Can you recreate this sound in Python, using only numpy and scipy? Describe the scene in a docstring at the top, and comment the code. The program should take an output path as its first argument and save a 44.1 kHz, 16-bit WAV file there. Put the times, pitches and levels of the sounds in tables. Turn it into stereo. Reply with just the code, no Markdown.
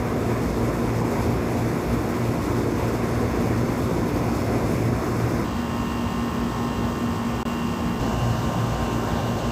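"""An outdoor air conditioner runs by a brick wall. Its three-blade fan throbs and rushes, the motor iron
hums, and the compressor sings a long series of shaft harmonics. It is heard first from above, where the
hiss climbs and beats; from 5.4 s beside the coil, where low rumbles swell and the sound drops out for a
moment at 7.4 s; and from 8 s close over the grille. Throughout, in the top octave, the right channel
is inverted and early."""
import sys
import numpy as np
from scipy import signal
from scipy.fft import rfft, irfft, next_fast_len
from scipy.io import wavfile
from scipy.ndimage import uniform_filter1d

SR = 44100
rng = np.random.default_rng(int(sys.argv[2]) if len(sys.argv) > 2 else 0)


def bounce(signal):
    """Save signal as a 16-bit WAV file at the path given by the first command-line argument."""
    frames = np.transpose(np.atleast_2d(signal))
    limited = np.clip(frames, -1, 1)
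    pcm = np.round(limited * 32767).astype(np.int16)
    wavfile.write(sys.argv[1], SR, pcm)


N = 419391

# Listening places: above, beside, close. "By place" means three values in that order.
# Each row: start and end in seconds, compressor shaft rate in Hz at start and at end, blade rate in Hz.
# The shaft slows as pressure builds.
PLACES = [(0, 5.445, 58.864, 58.832, 57.32), (5.445, 8.0, 58.812, 58.8, 57.4),
          (8.0, 9.52, 58.788, 58.788, 57.35)]
# Likeness of the channels from above, and at the two near places.
# Each row: frequency in Hz, coherence from 0 to 1, right phase lead in radians, left minus right in dB.
STEREO_ABOVE = [(60, .995, 0, -.3), (120, .993, 0, -.3), (250, .999, 0, -.2), (500, .982, -.06, -.2),
                (1100, .93, 0, .8), (1600, .8, 0, 1.4), (2300, .68, -.7, -4.1), (2800, .7, -2.3, -2.5),
                (3700, .18, -3.2, 4), (5250, .56, -5.3, -3), (7000, .4, -6.1, 0), (8300, .7, -6.2, .7)]
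STEREO_NEAR = [(60, .998, 0, -.1), (170, .96, 0, 0), (300, .98, -.1, .1), (600, .91, -.17, .2),
               (1100, .97, -.15, 1.0), (1600, .76, 0, 2.6), (1900, .83, .4, 2.3), (2100, .99, 0, .2),
               (2500, .99, 0, .2), (3500, .9, -.6, -.5), (4300, .93, -.2, 0), (4800, 1, 0, 0),
               (6400, 1, 0, 0), (7000, .87, .4, -.2), (7600, 1, 0, 0)]

# Low swells. Each row: crest and width in seconds, frequency in Hz, crest level in dB.
RUMBLES = [(6.1, .5, 70, -38), (7.15, .4, 109, -33.5), (7.85, 0.42, 179, -33.5)]
# Shell resonances. Each row: frequency and width in Hz, base level in dB by place.
RESONANCES = [(4400, 55, -66, -80, -80), (4680, 70, -61, -80, -80), (5270, 260, -59, -72, -70),
              (6280, 260, -62, -72, -66), (13770, 90, -85, -66, -74)]
# Swell of those resonances. Each row: time in seconds, gain in dB.
RING_SWELL = [(0, -3), (1.3, 0), (2, -2), (3.5, 4), (4.4, 3), (5.4, 2)]

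# Air through coil and grille. Each row: frequency in Hz, base spectral density in dB by place.
AIR_SPECTRUM = [(25, -78, -80, -79), (40, -68, -68, -67), (50, -54, -58, -55), (66, -50, -50, -52),
                (88, -50, -53, -50), (108, -49, -50, -49), (135, -50, -54, -49), (200, -52.5, -52, -53),
                (262, -51, -57, -54.5), (300, -50, -56.5, -55), (400, -53, -58, -57),
                (480, -55.5, -62, -58.5), (700, -60, -64, -60), (850, -66, -64, -60.5),
                (980, -62, -66, -63), (1180, -66, -70, -66), (1300, -66, -71, -68), (1600, -70, -74, -71),
                (2500, -73, -79, -79), (3050, -79, -80, -80), (3500, -78, -82, -79), (3950, -81, -83, -81),
                (4850, -81, -84, -83), (5200, -81, -85, -83), (5750, -83, -86, -84), (6800, -83, -87, -84),
                (8200, -85, -89, -88), (9300, -88, -93, -93), (11000, -86, -96, -93),
                (12400, -88, -94, -91), (13400, -86, -91, -89), (14300, -90, -93, -92),
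                (15600, -92, -94, -93)]
# Broad lifts and dips in that spectrum. Each row: frequency and width in Hz, gain in dB by place.
AIR_LIFTS = [(620, 82, -1.5, 0, 1.5), (746, 180, 2, 1.5, 3), (1050, 120, 1.5, 1, 1),
             (2070, 240, 2, -1, -1.5), (2860, 250, 2, 3, 7), (4380, 150, 3.5, -2.5, 1),
             (5430, 150, -1, -2, -1), (7200, 310, -1.5, 0, -1), (13500, 250, 4, 3, 4)]
# Unevenness of the rush, one row a place. Each row: bass, treble and shared treble flicker in dB,
# then the modulation depths of the fan shaft throb and the gas pulse.
AIR_FLICKER = [(1.3, 0.65, 1.2, 0.05, 0.14), (1.36, .5, 0.6, .02, 0.1), (1.6, 1, 1, .02, .04)]
# Beats in the hiss, blades against compressor and compressor against mains.
# Each row: rate in Hz, depth in dB, time of one crest in seconds.
HISS_BEATS = [(3.13, 0.73, 2.52), (2.26, 0.6, 2.54)]

# Swell of the iron hum. Each row: time in seconds, gain in dB.
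IRON_SWELL = [(0, -2), (1, -5), (1.5, 0.5), (5.4, 0.5), (5.8, 0), (6.5, 3), (6.9, 3), (7.3, -4), (7.9, 0),
              (9.5, 0)]
# Fan tones. Each row: multiple of the blade rate, base level in dB by place.
BLADE_TONES = [(1, -40.5, -42, -36.5), (2, -34.5, -43.5, -31.5), (3, -40.5, -49, -43), (4, -37.5, -52, -37),
               (5, -47, -44.5, -48), (6, -55, -47.5, -54)]

# Compressor harmonics: the low ones, those that sing out, and the mean envelope of the other high ones.
# Each row: multiple of the shaft rate, base level in dB by place.
THRUM = [(1, -47, -47, -43), (2, -35, -61, -36), (4, -37, -30, -36), (6, -39.5, -49, -65),
         (7, -58, -50.5, -63), (8, -44, -53, -58)]
WHINE = [(14, -65, -51, -55), (15, -53, -50, -62), (16, -58, -43, -42.5), (18, -50, -40, -39.5),
         (19, -53, -46, -59), (20, -62, -45, -44), (21, -62, -55, -55), (22, -59, -48, -54),
         (23, -67, -52, -57), (25, -70, -51, -52), (26, -57, -63, -50), (27, -64, -62, -50),
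         (28, -58, -60, -64), (29, -71, -56, -63), (30, -64, -59, -57), (31, -67, -49, -64),
         (33, -64, -57, -59), (35, -71, -61, -64), (37, -71, -59, -76), (38, -60, -63, -66),
         (46, -70, -64, -60), (47, -65, -50, -52), (48, -66, -58, -56), (49, -69, -59, -59),
         (50, -67, -60, -60), (51, -67, -71, -56), (54, -79, -58, -61), (55, -61, -57, -66),
         (60, -69, -67, -61), (61, -65, -66, -69), (62, -65, -71, -67), (69, -77, -66, -71),
         (75, -70, -68, -80), (77, -80, -68, -79), (81, -75, -62, -67), (82, -72, -66, -69),
         (83, -68, -66, -70), (84, -80, -62, -62), (86, -65, -77, -69), (88, -67, -85, -67),
         (91, -67, -68, -76), (93, -75, -63, -72), (94, -72, -64, -66), (96, -71, -77, -70),
         (98, -78, -76, -60), (101, -76, -63, -75), (103, -71, -77, -69), (104, -73, -68, -67),
         (106, -74, -70, -61), (109, -70, -68, -75), (111, -73, -74, -65), (112, -72, -75, -67),
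         (113, -69, -70, -72), (114, -68, -72, -74), (115, -68, -79, -72), (116, -68, -67, -70),
         (117, -68, -74, -64), (118, -68, -77, -76), (119, -72, -74, -73), (120, -75, -67, -69),
         (121, -78, -65, -64), (122, -85, -75, -66), (132, -86, -69, -71), (133, -81, -68, -64),
         (134, -86, -65, -74), (137, -81, -68, -67), (138, -77, -75, -70), (139, -76, -79, -77),
         (221, -80, -67, -74), (224, -80, -69, -73), (226, -80, -66, -73), (234, -79, -65, -71),
         (235, -80, -69, -71), (248, -82, -70, -75)]
WHINE_FLOOR = [(14, -65, -63, -61), (36, -68, -66, -66), (52, -71, -69, -69), (68, -76, -73, -72),
               (85, -72, -73, -72), (100, -77, -75, -72), (127, -80, -74, -72), (165, -79, -75, -76),
               (200, -78, -78, -76), (228, -75, -74, -74), (243, -80, -80, -79), (267, -81, -79, -78)]
# Swell of the two main hums. Each row: time in seconds, gains of harmonics 2 and 4 in dB.
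HUM_SWELL = [(0, -4, 2.5), (.6, 2, 3), (1.1, 2, 0), (1.8, 3, 3.5), (2.8, -2, -5), (3.6, 2, -4),
             (4.5, 0.5, -3), (5.4, 7, -5), (5.46, 0, 0), (8, 0, 1), (8.5, 4, -1), (9.5, -5, 1)]
# Swell of the harmonics near 2.8 kHz. Each row: time in seconds, gain in dB.
WHISTLE_SWELL = [(5.5, -2.5), (5.95, 2.5), (6.3, 0), (6.55, -3), (6.75, 3.5), (6.88, -2.5), (7.3, 0.5),
                 (7.5, 1.5), (7.75, -2), (8.1, 2.5), (8.7, 0), (9.3, 0)]

IN_PHASE_S = (1.93, 6.43, 8.65)  # by place: the hums of fan, compressor and iron crest together
BUFFET_DEPTH = (.18, .15, .2)  # by place: base depth of the blade throb in the rush
MAINS_HZ, IRON_BASE_DB = 60, (-36, -38.5, -41.5)  # levels by place
TURN = 2 ** 16  # samples in the wavetable of one rotation


def undb(db):
    """Amplitude grows tenfold for every 20 dB."""
    return 10 ** (np.asarray(db, float) / 20)


def walk(size, rate_hz):
    """Low-pass random motion: held levels, smoothed twice, with a spread near 1."""
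    hold = int(SR / rate_hz)
    levels = np.repeat(rng.standard_normal(size // hold + 1), hold)
    return 1.28 * uniform_filter1d(uniform_filter1d(levels, hold), hold)[:size]


def swell(t, table):
    """A gain envelope, linear in decibels between the rows of a table."""
    return undb(np.interp(t, *np.transpose(table)))


def partials(table, place):
    """The line spectrum at one place: harmonic orders and levels in dB."""
    rows = np.array(table)
    return np.round(rows[:, 0]).astype(int), rows[:, place + 1]


def stereo(hz, place):
    """Partial coherence: the likeness, phase lead and balance of the channels at each frequency."""
    knots, coherence, lead, pan_db = np.transpose(STEREO_NEAR if place else STEREO_ABOVE)
    top = hz > 8700
    coherence = np.where(top, .94, np.interp(hz, knots, coherence))
    # Inversion and a time lead of 1/3150 s turn the phase steadily with frequency.
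    lead = np.where(top, 2 * np.pi * (hz - 11025) / 3150, np.interp(hz, knots, lead))
    return coherence, lead, np.where(top, 0, np.interp(hz, knots, pan_db))


def harmonics(t, place, rate_hz, orders, db, drift, waver_db, groups=1, in_phase=None):
    """Fourier series of a drifting rotation. Returns the stereo sound and the angle in turns."""
    coherence, lead, pan_db = stereo(orders * np.mean(rate_hz), place)
    phase, scatter = rng.standard_normal((len(orders), 2)).T
    if in_phase is not None:  # harmonics 2 and 4 crest at this sample
        phase[np.isin(orders, (2, 4))] = 0
    right_shift = np.exp(1j * (lead + np.arccos(coherence) * scatter))
    balance = np.array([undb(pan_db / 2), undb(-pan_db / 2) * right_shift])
    amplitudes = undb(db) * np.exp(2j * np.pi * phase) * balance
    angle = np.cumsum(rate_hz * (1 + drift * walk(len(t), 2.01))) / SR
    angle = (angle - angle[in_phase or 0]) % 1
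    out = 0
    for k in range(groups):  # each group wavers independently
        spectrum = np.zeros((2, TURN // 2 + 1), complex)
        spectrum[:, orders[k::groups]] = amplitudes[:, k::groups]
        cycle = irfft(spectrum) * TURN / np.sqrt(2)
        out = out + undb(waver_db * walk(len(t), 7.01)) * cycle[:, (angle * TURN).astype(int)]
    return out, angle


def rumble(t):
    """Narrow-band low noise swells under Gaussian envelopes, alike in both channels."""
    out = 0
    for crest, width, hz, db in RUMBLES:
        bandpass = signal.butter(2, [hz / 1.1, hz * 1.1], "bandpass", fs=SR, output="sos")
        band = signal.sosfilt(bandpass, rng.standard_normal(len(t)))
        envelope = np.exp(-.5 * (2 * (t - crest) / width) ** 2)
        out = out + undb(db) * envelope * band / band.std()
    return out


def shell_ringing(t, place):
    """Resonance: gas hiss excites narrow modes of the shell, each fluttering alone."""
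    size = next_fast_len(len(t))
    hz = np.arange(size // 2 + 1) * SR / size
    _, lead, _ = stereo(hz, place)
    out = 0
    for mode_hz, width, *db in RESONANCES:
        band = rfft(rng.standard_normal(size)) / (1 + (2 * (hz - mode_hz) / width) ** 4)
        pair = irfft(np.array([band, band * np.exp(1j * lead)]), size)[:, :len(t)]
        out = out + undb(db[place] + walk(len(t), 5)) * pair / pair.std()
    return out * swell(t, RING_SWELL)


def hiss_beating_db(t):
    """Beating: the treble from above throbs at two difference frequencies as it climbs and wanders."""
    climb = -1.5 * np.exp(-t / .62)
    beats = sum(db * np.cos(2 * np.pi * hz * (t - crest)) for hz, db, crest in HISS_BEATS)
    return climb + beats + .4 * walk(len(t), 7.4)


def air_spectrum(hz, size, place):
    """Flow through coil and grille makes broadband noise, partly coherent between the channels."""
    rows = np.array(AIR_SPECTRUM)
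    colour = undb(np.interp(np.log(hz), np.log(rows[:, 0]), rows[:, place + 1])) * np.sqrt(SR / 2)
    for centre, width, *lift_db in AIR_LIFTS:
        colour *= undb(lift_db[place] / (1 + (2 * (hz - centre) / width) ** 2))
    coherence, lead, pan_db = stereo(hz, place)
    left, independent = rfft(rng.standard_normal((2, size)))
    right = coherence * np.exp(1j * lead) * left + np.sqrt(1 - coherence ** 2) * independent
    return colour * np.array([left * undb(pan_db / 2), right * undb(-pan_db / 2)])


def air_rush(t, place, blade_hz, shaft_angle):
    """Amplitude modulation: flickering bands of air noise throb with blades, fan shaft and gas pulses."""
    size = next_fast_len(len(t))
    hz = np.maximum(np.arange(size // 2 + 1) * SR / size, 1)
    spectrum = air_spectrum(hz, size, place)
    bass_db, treble_db, flutter_db, throb_depth, pulse_depth = AIR_FLICKER[place]
    flutter = walk(len(t), 40)
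    shared_db = flutter_db * (flutter - uniform_filter1d(flutter, SR // 6))  # only the quick part
    if place == 0:
        shared_db += hiss_beating_db(t)
    # One fan turn is three blade passes; gas leaves twice a compressor turn.
    throb = throb_depth * np.sin(2 * np.pi * blade_hz / 3 * t)
    pulse = pulse_depth * (np.sin(4 * np.pi * shaft_angle) + .7 * np.sin(8 * np.pi * shaft_angle))
    # Every blade pass buffets the air, some gusts harder than others.
    buffet = BUFFET_DEPTH[place] * undb(3.3 * walk(len(t), 6)) * np.sin(2 * np.pi * blade_hz * t)
    out = 0
    for centre in 20 * 2 ** np.arange(0, 10.5, .5):  # half-octave steps from 20 Hz
        window = np.clip(1 - 2 * abs(np.log2(hz / centre)), 0, 1)
        treble = np.clip(np.log(centre / 1200) / np.log(9000 / 1200), 0, 1)
        middle = np.clip(1 - abs(np.log2(centre / 550)) / 2, 0, 1)
        own_db = (bass_db + (treble_db - bass_db) * treble) * walk(len(t), 14)
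        gain = undb(own_db + treble * shared_db) * (1 + treble * (throb + pulse) + middle * buffet)
        out = out + gain * irfft(spectrum * window, size)[:, :len(t)]
    return out


def iron_hum(t, place, in_phase):
    """Forced vibration: the motor iron hums at four times the mains frequency."""
    hum, _ = harmonics(t, place, MAINS_HZ, np.array([4]), IRON_BASE_DB[place],
                       drift=.0001, waver_db=1.1, in_phase=in_phase)
    return swell(t, IRON_SWELL) * hum


def fan_blades(t, place, blade_hz, in_phase):
    """Periodic blade passage radiates harmonics, made unsteady by the turbulent inflow."""
    tones, _ = harmonics(t, place, blade_hz, *partials(BLADE_TONES, place),
                         drift=.00092, waver_db=2.5, groups=3, in_phase=in_phase)
    return tones


def compressor_thrum(t, place, shaft_hz, in_phase):
    """Forced vibration: the shell radiates low shaft harmonics; the second and fourth swell and sink."""
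    orders, db = partials(THRUM, place)
    steady = ~np.isin(orders, (2, 4))
    thrum, _ = harmonics(t, place, shaft_hz, orders[steady], db[steady],
                         drift=.00032, waver_db=0, groups=2)
    times, *swells_db = np.transpose(HUM_SWELL)
    for order, swell_db in zip((2, 4), swells_db):
        row = orders == order
        hum, _ = harmonics(t, place, shaft_hz, orders[row], db[row],
                           drift=.00025, waver_db=.5, in_phase=in_phase)
        thrum += undb(np.interp(t, times, swell_db)) * hum
    return thrum


def compressor_whine(t, place, shaft_hz):
    """The shell's uneven response colours a comb of high harmonics. Returns sound and shaft angle."""
    strong, strong_db = partials(WHINE, place)
    knots, floor_db = partials(WHINE_FLOOR, place)
    weak = np.setdiff1d(np.arange(knots[0], knots[-1]), strong)
    scatter_db = 3 * np.minimum(rng.standard_normal(len(weak)), 1.5)
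    weak_db = np.interp(weak, knots, floor_db) + scatter_db
    orders, db = np.r_[strong, weak], np.r_[strong_db, weak_db]
    whistling = (orders >= 46) & (orders <= 52)  # near 2.8 kHz
    whine, shaft_angle = harmonics(t, place, shaft_hz, orders[~whistling], db[~whistling],
                                   drift=.00006, waver_db=1.3, groups=4)
    whistle, _ = harmonics(t, place, shaft_hz, orders[whistling], db[whistling],
                           drift=.00006, waver_db=1.8, groups=2)
    return whine + swell(t, WHISTLE_SWELL) * whistle, shaft_angle


def scene():
    """Superposition: the sources add at each place in turn, joined by equal-power crossfades."""
    out = np.zeros((2, N))
    margin_s, fade_s = .05, .004
    for place, (start, end, shaft_from_hz, shaft_to_hz, blade_hz) in enumerate(PLACES):
        first, last = max(int((start - margin_s) * SR), 0), min(int((end + margin_s) * SR), N)
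        t = np.arange(first, last) / SR
        in_phase = int(IN_PHASE_S[place] * SR) - first
        shaft_hz = np.interp(t, [start, end], [shaft_from_hz, shaft_to_hz])
        thrum = compressor_thrum(t, place, shaft_hz, in_phase)
        whine, shaft_angle = compressor_whine(t, place, shaft_hz)
        sound = thrum + whine + shell_ringing(t, place)
        sound += fan_blades(t, place, blade_hz, in_phase) + iron_hum(t, place, in_phase)
        sound += air_rush(t, place, blade_hz, shaft_angle)
        fade_in = np.clip((t - start) / fade_s + .5, 0, 1) if place else 1
        fade_out = np.clip((end - t) / fade_s + .5, 0, 1)
        out[:, first:last] += np.sqrt(fade_in * fade_out) * sound
    return out + rumble(np.arange(N) / SR)


def record(dry):
    """Gating and band limiting: a dropout of 21 ms, then a steep low-pass at 15.7 kHz."""
    t = np.arange(N) / SR
    closing, opening = (7.4318 - t) / .0012, (t - 7.4527) / .00023
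    gate = np.clip(np.maximum(closing, opening), .015, 1)
    lowpass = signal.ellip(16, .5, 70, 15735, fs=SR, output="sos")
    return signal.sosfilt(lowpass, dry * gate)


dry = scene()
out = record(dry)
bounce(out)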